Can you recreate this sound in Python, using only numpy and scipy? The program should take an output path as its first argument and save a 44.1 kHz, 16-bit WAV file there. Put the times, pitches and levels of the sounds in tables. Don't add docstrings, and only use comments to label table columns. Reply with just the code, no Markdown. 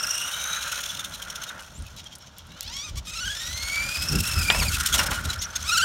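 import sys
import numpy as np
from scipy import signal
from scipy.fft import rfft, irfft
from scipy.io import wavfile
from scipy.ndimage import uniform_filter1d

SR = 44100
rng = np.random.default_rng(int(sys.argv[2]) if len(sys.argv) > 2 else 0)


def inscribe(sig):
    pcm = np.round(np.clip(np.atleast_2d(sig).T, -1, 1) * 32767)
    wavfile.write(sys.argv[1], SR, pcm.astype(np.int16))


def volts_from_decibels(level):
    exponent = np.asarray(level, float) / 20
    return 10 ** exponent


N = 257544
T = np.arange(N) / SR

# start in seconds, tooth rate in Hz,
# level of the fundamental in dB, level of the upper partials in dB.
CRUISE = [(0, 2700, -7.5, 1.5), (.23, 2840, -8.5, -0.5), (.33, 2990, -10, -14.5), (.49, 3114, -15.5, -5),
          (.62, 3215, -38, -15), (.84, 3405, -25, -13.5)]
RESTART = [(2.5, 536, -27, -9), (2.6, 629, -37.5, -13), (2.67, 807.3, -23.5, -7.5),
           (2.71, 948.1, -9.5, -10), (2.752, 1094, -23, -7.5), (2.82, 1150, -25.5, -8.5),
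           (2.845, 1267, -16, -6.5), (2.96, 1070, -24.5, -18), (3.01, 1246, -23, -10.5)]
RUN_UP = [(3.07, 1252, -21, -10.5), (3.145, 1270, -16.5, -4.5), (3.24, 1502, -2, -5),
          (3.361, 1735, -14, -6.5), (3.58, 2111, -13, -8.5), (3.8, 2326, -1.5, -4),
          (4.101, 2676, -13, -4.5), (4.29, 2689, -4, -9), (4.44, 2490, -7.5, -0.5)]
RAMP = [(4.44, 2480, -11.5, -8), (4.49, 2372, 2, 1), (4.55, 2601, -7.5, -6), (4.6, 2673, -9, -9.5),
        (4.618, 2217, -7.5, 1.5), (4.644, 2159, -31, -3), (4.66, 2516, -9, -19), (4.685, 2310, -7.5, -1.5),
        (4.72, 2160, -26.5, -21)]
SCUFF = [
    (4.915, 3350, -16, 1.5),
    (4.944, 3128, -15.5, -19),
    (4.961, 2779, -32.5, -17.5),
]
TOUCHDOWN = [
    (4.97, 3190, -13, -23.5),
    (4.99, 2904, -7.5, -9),
    (5.005, 2546, -23.5, -15),
    (5.025, 2109, -7, -11),
]
GETAWAY = [(5.639, 1050, -13, -4), (5.684, 1272, -9.5, -0.5), (5.73, 1363, 5.5, -2),
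           (5.761, 1389, -1.5, -3), (5.799, 1438, 3, -4), (5.84, 1464, -1, -1.5)]

# time in seconds, lower side line in dB, upper side line in dB.
CHOPPER = [(0, -30, -37.5), (.27, -32.5, -1), (.36, 3.5, 4.5), (.55, 3, 9), (.7, -2, -6), (.9, -7, -15.5),
           (1.1, -29.5, -30)]
CHOPPER_HZ = 742.33

# one slowest moment in seconds, depth as a share of tooth rate, width in seconds.
SHUDDERS = [
    (3.24, 0.04517, 0.17005),
    (5.805, 0.06901, 0.11699),
]
SHUDDER_HZ = 20.347

# time in seconds, gear noise in dB.
GEAR_LOAD = [(0, -36.5), (.79, -30.5), (1.11, -43.5), (1.62, -46), (2.13, -50), (2.2, -55), (2.47, -51),
             (2.79, -35.5), (3.04, -42.5), (3.16, -34.5), (3.8, -30), (4.2, -34.5), (4.53, -28.5),
             (5.0, -35), (5.15, -35.5), (5.49, -45.5), (5.65, -35.5), (5.73, -26.5)]
# time in seconds, treble against gear noise in dB.
BRIGHTNESS = [(0, -7.5), (.8, -12.5), (1.15, -9), (1.6, -12.5), (2.2, -18.5), (3.0, -17.5), (3.8, -12.5),
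              (4.2, -8), (5.0, -5.5), (5.5, -12), (5.8, -11)]
# centre in seconds, half length
# in seconds.
LULLS = [(2.933, 0.02471), (3.027, 0.0289), (5.056, 0.00753), (5.089, 0.00998), (5.228, 0.010785),
         (5.37, 0.00574)]
LULL_DB = -13.5

# time in seconds,
# level in dB, length in ms.
JOLTS = [(0.042, -29, 14.7), (0.072, -29.5, 6.946), (0.112, -28.5, 8.136), (0.153, -30.5, 9.31),
         (0.182, -29.5, 5.583), (0.22, -29, 9.004), (0.285, -28.5, 12.264), (0.342, -26, 8.58),
         (0.441, -26, 8.289), (0.535, -27, 9.613), (0.68, -26.5, 11.476), (0.721, -24, 8.734),
         (0.811, -24, 13.4), (2.521, -40.5, 5), (2.681, -31.5, 7.05), (2.769, -29, 5.25),
         (2.978, -26, 21.333), (3.08, -29, 34.01), (3.28, -28.5, 6.582), (3.309, -29.5, 10.35),
         (3.733, -28, 5.448), (3.958, -24.5, 10), (4.031, -25, 16.796), (4.091, -23, 10.124),
               (4.128, -22, 11.175), (4.157, -20.5, 8.559), (4.19, -22, 8.003), (4.207, -20.5, 8),
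               (4.241, -22.5, 11), (4.27, -24.5, 16.895), (4.294, -24, 9.79), (4.325, -22, 4.6),
               (4.394, -26, 11.257), (4.418, -26, 11.974), (4.448, -26, 13.05), (4.601, -20, 5.308),
               (4.689, -25.5, 12.35), (5.696, -22.5, 9.55), (5.781, -20.5, 10.983)]
# time in seconds, level in dB, length in ms, ringing in Hz.
COASTING = [(0.861, -23.5, 5.92, 3435), (0.901, -27, 17.67, 3436), (0.949, -26, 8.17, 3508),
            (1.003, -26.5, 16.966, 3560), (1.052, -29.5, 12.38, 3572), (1.148, -28, 15.707, 3975),
            (1.225, -25.5, 7.112, 3191), (1.303, -24, 3.9, 5663), (1.36, -28.5, 9.98, 5255),
            (1.422, -29, 7.115, 6306), (1.439, -32.5, 9.545, 4224), (1.491, -29.5, 10.795, 3742),
            (1.601, -36.5, 10.105, 2886), (1.633, -40.5, 5.58, 2583), (1.685, -46.5, 6.83, 2604),
            (1.868, -42, 16.79, 2582), (1.989, -36.5, 28.88, 3880), (2.066, -35.5, 10.475, 3238),
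            (2.13, -36.5, 13.71, 3211), (2.22, -43, 18.93, 5544), (2.272, -42.5, 13.26, 6189),
            (2.389, -41.5, 27.01, 3360)]
BOUNCES = [(4.744, -18.5, 18.06, 2640), (4.805, -19, 13.16, 5929), (4.868, -14, 9.32, 3314),
           (4.943, -17, 21.713, 3346), (4.996, -18.5, 21.21, 2841), (5.033, -22.5, 9.83, 5195),
           (5.07, -24, 9.906, 5239), (5.113, -26.5, 11.77, 3066), (5.152, -31, 36.35, 2978),
           (5.255, -28, 10.305, 3880), (5.303, -23.5, 16.007, 3959), (5.337, -27.5, 10.85, 5024),
           (5.427, -22.5, 17.51, 6605), (5.509, -33, 8.065, 6161), (5.564, -18.5, 9.823, 6407),
           (5.629, -23.5, 6.09, 6174)]
JOLT_TREBLE_DB, BURST_TREBLE_DB = -1.5, -3

# frequency in Hz, level in dB.
CASING = [(1700, -10), (2100, -5), (2600, -4), (3300, 2), (3700, -1.5), (4300, -0.5), (4800, -5.5),
          (5350, 2), (6200, -1.5), (6900, -5), (7500, -8.5), (8000, -46.5), (8200, -32.5)]
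# frequency in Hz, level in dB.
TREBLE = [(6500, -4.5), (7100, -3.5), (7900, -4), (8700, -1.5), (9500, -5.5), (10400, -8), (11500, -6),
          (13500, -9.5), (15800, -15)]

# time in seconds, shell hum in dB.
TYRE_HUM = [(0, -36.5), (.68, -34.5), (1.11, -44), (1.59, -39), (1.7, -54), (2.45, -59.5), (2.65, -54),
            (3.05, -56.5), (3.23, -49), (3.45, -45.5), (3.86, -36.5), (4.42, -38), (4.51, -35.5),
            (4.69, -44), (4.75, -32.5), (5.04, -30), (5.25, -35), (5.6, -41.5)]
# start in seconds, end in seconds, change of rumble in dB.
CONTACT = [
    (4.488, 4.678, 11.5),
    (4.724, 4.93, -25.5),
    (4.94, 5.149, 10),
]

# time in seconds, crack peak in dB, thud in dB.
KNOCKS = [
    (4.502, 8, -11),
    (4.5045, 3.5, -26),
    (4.548, -11.5, -17.5),
    (4.622, -24, -18),
    (4.947, -5.5, -19.5),
    (4.993, -21.5, -13.5),
    (5.118, -37, -18),
]
# frequency in Hz, level in dB, time to fade 60 dB in seconds (held to 0.1 at
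BOARD_MODES = [(1016.3, -3.5, 0.16), (1142.2, -7, 0.1088), (1399, 2.5, 0.32), (1804.8, -5, 0.0672),
               (1907.5, -4, 0.05765), (2309.5, -7, 0.08)]
# time in seconds, peak in dB, centre frequency in Hz.
GRIT = [(1.607, -31, 7040), (1.6236, -31.5, 7013), (1.823, -31.5, 7033), (1.8663, -34, 9590),
        (1.965, -32.5, 8834), (1.9914, -40, 7040), (2.0423, -36, 7060), (2.1532, -29, 7320),
        (2.157, -29, 7016), (2.184, -34, 9290), (2.2702, -49, 7000), (2.3833, -25, 9560),
        (2.4693, -37.5, 8960), (2.6301, -24.5, 12710)]

# time in seconds, length in seconds, start in Hz, middle in Hz, end in Hz, level in dB.
CHIRPS = [
    (1.74, 0.06167, 6840, 7542, 9855, -48.5),
    (5.387, 0.04, 5100, 6440, 5392, -32),
    (5.439, 0.02064, 5111, 6150, 5442, -31.5),
]

# peak time in seconds, level in dB, time to fade 20 dB in seconds, flutter in dB.
GUSTS = [(.61, -61.5, 0.2686, -10), (1.0, -51.5, 0.3685, -5), (4.04, -31.5, 0.0531, -7.5),
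         (1.79, -40, 0.129, -35.5), (2.89, -34, 0.0009, -14.5), (2.72, -45.5, 0.3335, -32.5),
         (2.96, -25, 0.07, -39), (3.27, -33.5, 0.0605, -27), (3.55, -47, 0.4884, -22),
         (3.86, -39, 0.2069, -16.5), (4.159, -20.5, 0.0823, -4.5), (4.39, -27.5, 0.1304, -13),
         (4.62, -23.5, 0.209, -9.5), (4.98, -27, 0.1159, -6), (5.12, -35.5, 0.0967, -4),
         (5.26, -31.5, 0.2485, -10.5), (5.68, -38.5, 0.1752, -15)]

# frequency in Hz, level in dB.
STREET = [(59, -42), (100, 5), (177, -18.5), (315, -18.5), (1550, -5), (1870, -15.5), (3250, 1.5),
          (4470, -8.5), (6990, -56), (16000, -63.5)]
STREET_DB = -53


def gearbox():
    (load_db,), (bright_db,) = curves(GEAR_LOAD), curves(BRIGHTNESS)
    lull = sum(np.exp(-((T - s) / half) ** 4) for s, half in LULLS)
    mid_power = volts_from_decibels(load_db + LULL_DB * lull) ** 2
    top_power = mid_power.copy()
    ring, slip = np.zeros(N), shudder()
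    for s, db, ms in JOLTS:
        t, swell = take_up(ms)
        add(mid_power, s + t[0], swell * volts_from_decibels(db - 6.0) ** 2)
        add(top_power, s + t[0], swell * volts_from_decibels(db + JOLT_TREBLE_DB) ** 2)
        add(slip, s + t[0], -10.0 * t * np.sqrt(swell) * (ms < 16))
    for s, db, ms, hz in COASTING + BOUNCES:
        t, swell = take_up(ms)
        add(mid_power, s + t[0], swell * volts_from_decibels(db - 0.0284) ** 2)
        add(top_power, s + t[0], swell * volts_from_decibels(db + BURST_TREBLE_DB) ** 2)
        turn = 2 * np.pi * hz * (t - 0.5656 * t ** 2)
        mate = 1.8 if hz < 4500 else .55
        tones = np.sin(turn) + 0.3348 * np.sin(mate * turn)
        add(ring, s + t[0], np.sqrt(swell) * volts_from_decibels(db - 6.5) * tones)
    rough = volts_from_decibels(2.7824 * walk(179.66))
    rattle = volts_from_decibels(-6.5) * coloured(CASING) * rough
    treble = volts_from_decibels(bright_db) * np.sqrt(top_power) * coloured(TREBLE) * rough
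    bite = (mid_power / uniform_filter1d(mid_power, 2500)) ** .4
    meshing = np.sqrt(mid_power) * (rattle / np.sqrt(bite) + bite * whine(slip))
    return meshing + treble + ring * (.8 + .55 * walk(300))


def whine(slip):
    out = np.zeros(N)
    slow, quick = walk(35), walk(500)
    lower_db, upper_db = curves(CHOPPER)
    drift = [volts_from_decibels(2 * walk(90 + 30 * k) + (1.5 + .25 * k) * walk(14)) for k in range(8)]
    grain = [walk(600 + 150 * k) for k in range(8)]
    chop = 2 * np.pi * CHOPPER_HZ * T
    for rows in (CRUISE, RESTART, RUN_UP, RAMP, SCUFF, TOUCHDOWN, GETAWAY):
        hz, first_db, high_db = curves(rows)
        rough = np.clip((hz - 1900) / 700, .2, 1.5)
        waver = 1 + slip + .006 * rough * slow + .011 * quick
        turn = 2 * np.pi * np.cumsum(hz * waver) / SR
        stack = volts_from_decibels(first_db + 2) * drift[1] * (1 + .35 * rough * grain[1]) * np.sin(turn)
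        slope_db = np.clip(hz / 500 - 1.6, .6, 3.2)
        for k in range(2, 8):
            partial_db = high_db + 1.5 - slope_db * (k - 1.5) + 0.9806 * casing_db(k * hz)
            size = volts_from_decibels(partial_db) * (k * hz < 14000)
            stack += size * drift[k] * (1 + .6 * rough * grain[k]) * np.sin(k * turn)
        side_lines = volts_from_decibels(lower_db - 17) * np.sin(turn - chop) + volts_from_decibels(upper_db - 12.0) * np.sin(turn + chop)
        stack += drift[0] * (1 + .5 * grain[0]) * side_lines
        out += stack * ((T >= rows[0][0]) & (T < rows[-1][0]))
    return np.sqrt(2) * out


def casing_db(hz):
    f, db = np.transpose(CASING[:-2] + [(f, db - 5.0) for f, db in TREBLE[2:]])
    return np.interp(np.log(hz), np.log(f), db)


def take_up(ms):
    ms = max(ms, 5)
    u = np.arange(-1.5, 2.5, 1000 / SR / ms)
    return u * ms / 1000, np.exp(-np.abs(u / np.where(u < 0, .62, .66)) ** 3)


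def shudder():
    swing = np.zeros(N)
    for s, depth, width in SHUDDERS:
        swing -= depth * np.cos(2 * np.pi * SHUDDER_HZ * (T - s)) * np.exp(-((T - s) / width) ** 2)
    return swing


def mirrored(x):
    share = .36 * np.clip(2.4 - T, 0, 1)
    delay = 14
    return (x + share * np.roll(x, delay)) / np.sqrt(1 + share ** 2)


def tyres():
    hum_db, = curves(TYRE_HUM)
    steps_db = sum(db * ((T > a) & (T < b)) for a, b, db in CONTACT)
    contact_db = uniform_filter1d(steps_db, size=900)
    rumble_db = -49 + 0.3913 * (hum_db + 40.5) + contact_db
    hum = unit(band(band(rng.standard_normal(N), 1345.9, 1501.2, order=1), 862.5, 4885, order=1))
    rumble = unit(band(rng.standard_normal(N), 522.25, 654.52, order=1))
    rumble += 1.178 * unit(band(rng.standard_normal(N), 806.1, 1120.5, order=1))
    hum_gain = volts_from_decibels(hum_db - 1.86 + 2.8113 * walk(58.42))
    rumble_gain = volts_from_decibels(rumble_db - 5.5 + 0.6346 * walk(37.85))
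    return hum_gain * hum + rumble_gain * rumble


def knocks():
    out, t = np.zeros(N), T[:4000]
    board = np.zeros(len(t))
    for hz, db, t60 in BOARD_MODES:
        board += volts_from_decibels(db) * np.sin(2 * np.pi * hz * t) * volts_from_decibels(-60 * t / min(t60, .1))
    crack = np.sin(2 * np.pi * 3100 * t) * (t / 0.0005567) * np.exp(1 - t / 0.00022347)
    for s, db, thud_db in KNOCKS:
        tail = unit(band(rng.standard_normal(len(t)), 793.2, 3037)) * np.exp(-t / 0.01727)
        add(out, s - .0006, volts_from_decibels(db) * crack + volts_from_decibels(thud_db) * (0.3393 * board + 0.3928 * tail))
    return out


def grit():
    out, t = np.zeros(N), T[:900]
    decay = np.exp(-t / 0.0005916) + 0.3906 * np.exp(-t / 0.005007)
    for s, db, hz in GRIT:
        tick = band(rng.standard_normal(len(t)) * decay, hz * 0.5987, hz * 1.5033)
        add(out, s, volts_from_decibels(db) * tick / np.abs(tick).max())
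    return out


def stone_snap():
    out, t = np.zeros(N), T[:300]
    ring = 0.329 * band(rng.standard_normal(len(t)), 2777, 12500, order=1) * np.exp(-t / 0.000844)
    cycle = np.sin(2 * np.pi * 6500 * t) * (t / 0.00012115) * np.exp(1 - t / 0.000071)
    add(out, 2.6085, volts_from_decibels(-9) * (ring - cycle))
    return out


def bird():
    out = np.zeros(N)
    for s, length, *hz, db in CHIRPS:
        u = np.arange(0, 1, 1 / (length * SR))
        turn = 2 * np.pi * np.cumsum(np.interp(u, [0, .6, 1], hz)) / SR
        add(out, s, volts_from_decibels(db) * np.sin(np.pi * u) ** .5 * np.sin(turn))
    return out * volts_from_decibels(3 * walk(150))


def wind():
    low_gain, flutter_gain = volts_from_decibels(-56.5), volts_from_decibels(-54.5)
    for s, db, fade, flutter_db in GUSTS:
        gust = volts_from_decibels(db - 20 * np.abs(T - s) / np.where(T < s, 0.9444 * fade, fade))
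        low_gain = low_gain + gust
        flutter_gain = flutter_gain + volts_from_decibels(flutter_db) * gust
    low = unit(band(rng.standard_normal(N), 40.539, 86.5)) * volts_from_decibels(3.282 * walk(17.263))
    flutter = unit(band(rng.standard_normal(N), 71.53, 212.79)) * volts_from_decibels(2.823 * walk(29.06))
    return low_gain * low + flutter_gain * flutter


def street():
    return volts_from_decibels(STREET_DB - 8.5) * coloured(STREET)


def unit(x):
    return x / np.sqrt(np.mean(x ** 2))


def curves(table):
    s, *columns = np.transpose(table)
    return [np.interp(T, s, c) for c in columns]


def coloured(points):
    below, above = (points[0][0] * .7, -70), (points[-1][0] * 1.3, -70)
    hz, db = np.transpose([below] + list(points) + [above])
    f = np.arange(N // 2 + 1) * SR / N + 1
    gain = volts_from_decibels(np.interp(np.log(f), np.log(hz), db))
    return unit(irfft(rfft(rng.standard_normal(N)) * gain, N))


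def band(x, lo_hz, hi_hz, order=2):
    edges = [lo_hz, min(hi_hz, .45 * SR)]
    return signal.sosfilt(signal.butter(order, edges, "bandpass", fs=SR, output="sos"), x)


def walk(rate):
    size = int(SR / rate)
    return unit(uniform_filter1d(uniform_filter1d(rng.standard_normal(N), size), size))


def add(out, s, piece):
    i = max(int(s * SR), 0)
    out[i:i + len(piece)] += piece[:N - i]


def scene():
    truck = mirrored(gearbox()) + tyres() + knocks() + grit() + stone_snap()
    echoes = rng.standard_normal(6000) * np.exp(-T[:6000] / .03)
    wet = volts_from_decibels(-19) * signal.fftconvolve(truck, echoes / np.linalg.norm(echoes))[:N]
    return (truck + wet + bird() + wind() + street())[None]


def low_pass(x):
    return signal.sosfilt(signal.butter(12, 16480, fs=SR, output="sos"), x)


def record(dry):
    mix = signal.sosfilt(signal.butter(2, 35, "highpass", fs=SR, output="sos"), dry)
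    mix = signal.sosfilt(signal.ellip(8, .3, 50, 15900, fs=SR, output="sos"), mix)
    return low_pass(mix)


dry = scene()
out = record(dry)
inscribe(out)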